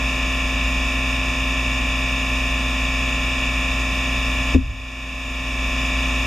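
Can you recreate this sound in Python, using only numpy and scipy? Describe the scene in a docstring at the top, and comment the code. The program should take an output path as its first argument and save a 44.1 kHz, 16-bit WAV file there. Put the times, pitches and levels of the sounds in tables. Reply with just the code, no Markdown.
"""A high-pressure piston pump drones steadily in front of two microphones while its nozzle hisses out fine mist.
Valve spurts shape noise into a rattle, and a waveform repeated every shaft turn makes the tones.
Something bumps the camera's stand: soft contacts ring its low modes as a short hollow knock, and a low rumble
settles after it. The gain control ducks and creeps back up. Fan and mains tones hum below, over low room rumble."""
import sys
import numpy as np
from scipy import signal
from scipy.fft import rfft, irfft, next_fast_len
from scipy.io import wavfile
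from scipy.ndimage import uniform_filter1d, minimum_filter1d, map_coordinates

SR = 44100
rng = np.random.default_rng(int(sys.argv[2]) if len(sys.argv) > 2 else 0)


def wrap_up_sound(samples):
    """Save the sound to the file named by the first command line argument, as 16-bit audio."""
    columns = np.atleast_2d(samples).T
    # keep every value between -1 and 1, then stretch to whole-number steps
    tamed = np.clip(columns, -1, 1)
    steps = np.round(tamed * 32767).astype(np.int16)
    wavfile.write(sys.argv[1], SR, steps)


N = 276066  # length in samples

SHAFT_HZ = 29.008  # turns of the pump shaft per second
PISTONS = 3
TOP_HZ = 15200  # upper band limit of the pump tones and of the camera


def amp(db):
    """Decibels to gain."""
    return 10 ** (np.asarray(db) / 20)


def unit(x):
    """Scale to rms 1."""
    return x / np.sqrt(np.mean(x ** 2) + 1e-20)


def along(points, hz):
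    """Read (Hz, value) points at any frequency, joined by straight lines on a log axis."""
    point_hz, values = np.transpose(points)
    return np.interp(np.log(hz + 1), np.log(point_hz + 1), values)


def wobble(rate):
    """A smooth random curve through `rate` random knots a second."""
    knots = rng.standard_normal(int(N * rate / SR) + 4)
    return map_coordinates(knots, [np.arange(N) * rate / SR])


def filtered(x, response):
    """Multiply the spectrum of x by a response of frequency."""
    size = next_fast_len(N + SR // 2)  # spare room, so that ringing does not wrap round
    hz = np.fft.rfftfreq(size, 1 / SR)
    return irfft(rfft(x, size) * response(hz), size)[..., :N]


def rush(spectrum, channels):
    """Coloured noise of rms 1, unrelated between channels."""
    noise = rng.standard_normal((channels, N))
    return unit(filtered(noise, lambda hz: amp(along(spectrum, hz))))


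def bands(table, hz):
    """Gain of a set of narrow dips or lifts, each reaching its full depth or lift at its centre."""
    gains = []
    for centre, width, db in table:
        away = hz - centre
        gains.append(np.hypot(away, width * amp(db)) / np.hypot(away, width))
    return np.prod(gains, axis=0)


def pump(rattle_db, sway, flutter):
    """An almost even shaft drives gated valve turbulence and tones, heard from one place by two microphones."""
    # sway and flutter scale slow and quick unevenness, in turns
    turns = SHAFT_HZ * np.arange(N) / SR + sway * wobble(0.99) + flutter * wobble(25)
    spurts = rng.standard_normal(N) * valve_gate(turns, depth=0.22, sharpness=2.1, count=9)
    level_db = rattle_db + 0.38 * wobble(14) + 0.041 * wobble(4.7)
    rattle = unit(filtered(spurts, rattle_colour)) * amp(level_db)
    sound = rattle + shaft_tones(turns, rattle_db, scatter_db=3, size=8192)
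    return filtered(sound, placement)


def valve_gate(turns, depth, sharpness, count):
    """The valves let `count` spurts through in every turn, each with its own strength."""
    strokes = turns * count
    strength = rng.permutation(np.linspace(0, 1, count)) ** 2
    spurt = np.abs(np.sin(np.pi * strokes)) ** sharpness
    stroke_number = np.floor(strokes).astype(int) % count
    return unit(1 + depth * strength[stroke_number] * spurt)


# Broad colour of the pump's rattle. Each row: frequency in Hz, relative level in dB per Hz.
CASING_COLOUR = [(450, -19), (1000, -13), (1400, -6.5), (1800, 2.5), (2200, -2.5), (2750, -2.5),
                 (3000, -9.5), (3600, -4.5), (3950, -18), (4400, -21.5), (5200, -16.5), (6000, -23),
                 (6800, -20.5), (11500, -58)]
# Narrow hollows shared by rattle and spray. Each row: centre in Hz, half width in Hz, depth in dB.
HOLLOW_BANDS = [(1603, 420, -25), (2070, 338, -26), (3183, 140, -21), (4165, 420, -29), (7861, 70, -8)]
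# Thin ringing of the pipework. Each row: centre in Hz, half width in Hz, lift in dB.
PIPE_RINGS = [(2480, 180, 4.5), (2817, 25.4, 3.5), (5370, 30, 0), (6600, 4.6, 14), (7090, 7.4, 14),
              (8190, 170, 8.5)]


def rattle_colour(hz):
    """Gain of the pump's rattle: a broad colour with narrow hollows and the pipework's thin rings."""
    return amp(along(CASING_COLOUR, hz)) * bands(HOLLOW_BANDS, hz) * bands(PIPE_RINGS, hz)


# Share of the rattle that repeats every turn. Each row: frequency in Hz, level in dB against the random part.
REPEATING_SHARE = [(300, -1), (500, -1), (850, 5), (1700, -2), (3500, -4), (5000, -2), (7000, -4),
                   (12000, -10)]
# Piston-beat harmonics that the pump's body sings along with, ahead of the placement between microphones.
# Each row: harmonic of the piston beat, level in dB rms.
SINGING_HARMONICS = [(2, -45), (3, -33), (6, -48), (7, -42), (8, -43.6), (12, -38), (13, -43), (22, -44),
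                     (28, -40), (30, -43.6)]
# Beat harmonics that swell once a turn, adding a whining pair one shaft speed to either side.
# Each row: harmonic of the piston beat, level of each of the pair in dB rms ahead of the placement.
SPLIT_HARMONICS = [(6, -53), (13, -48.5), (20, -41.5), (28, -36.8), (30, -37.3), (32, -39.8)]
# Lone whistles of the drive. Each row: multiple of the shaft speed, level in dB rms ahead of the placement.
DRIVE_WHISTLES = [(79, -34.7), (115, -50), (127, -47.5), (165, -55.4), (230, -54.7)]
BEAT_DB, BEAT_TOP_HZ = -54, 1200  # each plain beat harmonic in dB rms, and where they fall away
SIDEBAND_LOSS_DB = 14.5  # from each sideband to the next one out


def shaft_tones(turns, rattle_db, scatter_db, size):
    """Whatever repeats each turn is a set of shaft harmonics: weak comb, piston beat, sidebands, whistles."""
    orders = np.arange(size // 2 + 1)
    hz = orders * SHAFT_HZ
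    colour = rattle_colour(hz) / np.linalg.norm(rattle_colour(hz))
    comb_db = rattle_db + along(REPEATING_SHARE, hz) + scatter_db * rng.standard_normal(len(hz))
    comb = colour * amp(comb_db)
    beat = (orders % PISTONS == 0) * amp(BEAT_DB) / (1 + (hz / BEAT_TOP_HZ) ** 10)
    sidebands = []
    for harmonic, db in SPLIT_HARMONICS:
        steps_from_pair = np.abs(np.abs(orders - PISTONS * harmonic) - 1)
        sidebands.append(amp(db - SIDEBAND_LOSS_DB * steps_from_pair))
    # the loudest claim on each harmonic wins
    level = np.max([comb, beat, *sidebands], axis=0) * (hz > 0) * (hz < TOP_HZ)
    for harmonic, db in SINGING_HARMONICS:
        level[PISTONS * harmonic] = amp(db)
    for order, db in DRIVE_WHISTLES:
        level[order] = amp(db)
    phases = np.exp(2j * np.pi * rng.random(len(hz)))
    one_turn = irfft(level * phases) * size / np.sqrt(2)  # makes each level an rms
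    return map_coordinates(one_turn, [turns % 1 * size], mode="grid-wrap")


# The pump's place between the microphones. Each row: frequency in Hz, left minus right in dB.
SIDE_BALANCE = [(2300, 0), (2700, -2), (2880, 8.5), (3050, -8.5), (3350, 4.5), (3700, 9.5), (4000, -24),
                (4400, 12.5), (5200, -4.5), (5800, -7), (6500, -2.5), (7100, -0.5), (8000, -1), (8500, 7)]
# The pump reaches one microphone slightly earlier. Each row: frequency in Hz, lead of the left in radians.
LEFT_LEAD = [(120, 0), (260, .12), (900, 0.0064), (2200, 0), (2500, 0.091), (3500, 0.29), (5000, .3),
             (7400, .1)]


def placement(hz):
    """Level and phase of the pump at the left and right microphones, half the difference on each."""
    half = np.array([[.5], [-.5]])
    return amp(half * along(SIDE_BALANCE, hz)) * np.exp(1j * half * along(LEFT_LEAD, hz))


# Colour of the spray. Each row: frequency in Hz, relative level in dB per Hz.
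SPRAY_COLOUR = [(1000, -89), (4200, -13), (6000, 3), (8500, -0.5), (10200, 0), (12000, -2.5), (15000, -4.5)]


def mist(hiss_db, flicker_db):
    """The atomising jet: a wide, fine hiss with the same hollows as the rattle."""
    hiss = filtered(rush(SPRAY_COLOUR, channels=2), lambda hz: bands(HOLLOW_BANDS, hz))
    return amp(hiss_db + flicker_db * wobble(18)) * hiss


# Contacts of the bump. Each row: start in seconds, level in dB.
BUMP_CONTACTS = [(4.5464, -9), (4.549, -3.5), (4.561, 1)]
# Ringing modes of the stand. Each row: frequency in Hz, level in dB on top of the contact's,
# time to fall by 60 dB in seconds, left minus right in dB.
STAND_MODES = [(57.1, -16, 0.77, -2), (73, -0.5, 0.19, 1), (115, -18, .08, 5), (167, -9.5, 0.056, 10.5),
               (227, -6, 0.13, 11.5), (259.4, .5, 0.17, 6.5), (280, -14.5, 0.23, -8), (377, -11.5, 0.11, 7),
               (430, -8, 0.04, 7)]


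def bump(attack):
    """Soft contacts in quick succession ring the stand's low modes, mostly stronger at the left microphone."""
    knock = np.zeros((2, N))
    for start, contact_db in BUMP_CONTACTS:
        t = np.maximum(np.arange(N) / SR - start, 0)
        onset = amp(contact_db) * (1 - np.exp(-t / attack))
        for hz, level_db, t60, left_db in STAND_MODES:
            ring = onset * amp(level_db - 60 * t / t60) * np.sin(2 * np.pi * hz * t)
            knock += ring * amp([[left_db / 2], [-left_db / 2]])
    return knock


def shudder(db, rise, t60, side_db):
    """From the last contact the stand settles with an uneven low rumble, a little different at each microphone."""
    t = np.maximum(np.arange(N) / SR - BUMP_CONTACTS[-1][0], 0)
    # Each row: frequency in Hz, relative level in dB per Hz.
    colour = [(10, -40), (35, 1), (70, 0), (115, -6), (170, -32), (400, -70)]
    rumble = rush(colour, channels=1) + amp(side_db) * rush(colour, channels=2)
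    return rumble * amp(db - 60 * t / t60) * (1 - np.exp(-t / rise))


# Fan and mains tones. Each row: frequency in Hz, level in dB rms about which it wavers.
HUM_TONES = [(37.7, -57), (47.4, -44), (57, -24.5), (85.5, -51.5), (120, -40), (142.3, -51.5), (240, -43),
             (360, -55.5), (600, -53.5)]


def hum(waver_db):
    """Fan and mains are steady sine tones, each wavering a little in level, alike at both microphones."""
    t = np.arange(N) / SR
    total = np.zeros(N)
    for hz, db in HUM_TONES:
        level = np.sqrt(2) * amp(db + waver_db * wobble(6.6))
        total += level * np.sin(2 * np.pi * (hz * t + rng.random()))
    return total


# Colour of the room's air rumble. Each row: frequency in Hz, relative level in dB per Hz.
RUMBLE_COLOUR = [(8, -31), (22, -13), (38, 1), (56, -4), (70, -7.5), (95, -11.5), (160, -11.5), (270, -14),
                 (420, -24), (900, -56)]


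def air(rumble_db, side_db):
    """Low rumble of the room: shared noise plus a weaker part that differs between the microphones."""
    shared = rush(RUMBLE_COLOUR, channels=1)
    separate = amp(side_db) * rush(RUMBLE_COLOUR, channels=2)
    return amp(rumble_db) * (shared + separate)


def gain_control(x, ceiling_db, attack, recovery_db):
    """Peaks over the ceiling pull the gain down; it returns by recovery_db each second."""
    peak_db = 20 * np.log10(np.abs(x).max(axis=0) + 1e-9)
    over = np.maximum(peak_db - ceiling_db, 0)
    ramp = recovery_db * np.arange(N) / SR
    held = np.maximum.accumulate(over + ramp) - ramp  # a peak hold that sinks along the ramp
    held = np.maximum(held, 0)
    keep = np.exp(-1 / (attack * SR))
    reduction_db = signal.lfilter([1 - keep], [1, -keep], held)
    return x * amp(-reduction_db)


def limiter(x, top, size):
    """A fast look-ahead limiter rounds off what the gain control is too slow for."""
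    needed = top / np.maximum(np.abs(x).max(axis=0), top)
    lowest = minimum_filter1d(needed, 2 * size)  # size in samples
    return x * uniform_filter1d(lowest, size)


def scene():
    """Pump, spray, hum and room air, with one bump of the stand; levels in dB, times in seconds."""
    machine = pump(rattle_db=-30.0, sway=0.0016, flutter=0.00031) + hum(waver_db=.5)
    room = air(rumble_db=-35, side_db=-15)
    knock = bump(attack=0.0023) + shudder(db=-5.5, rise=0.025, t60=0.65, side_db=-10)
    return machine + room + mist(hiss_db=-46.5, flicker_db=0.5) + knock


def record(dry):
    """The camera rides its gain, limits peaks and keeps nothing above its band limit."""
    ducked = gain_control(dry, ceiling_db=-5.0, attack=0.0063, recovery_db=12.0)
    limited = limiter(ducked, top=.83, size=128)
    return filtered(limited, lambda hz: hz < TOP_HZ)


dry = scene()
out = record(dry)
wrap_up_sound(out)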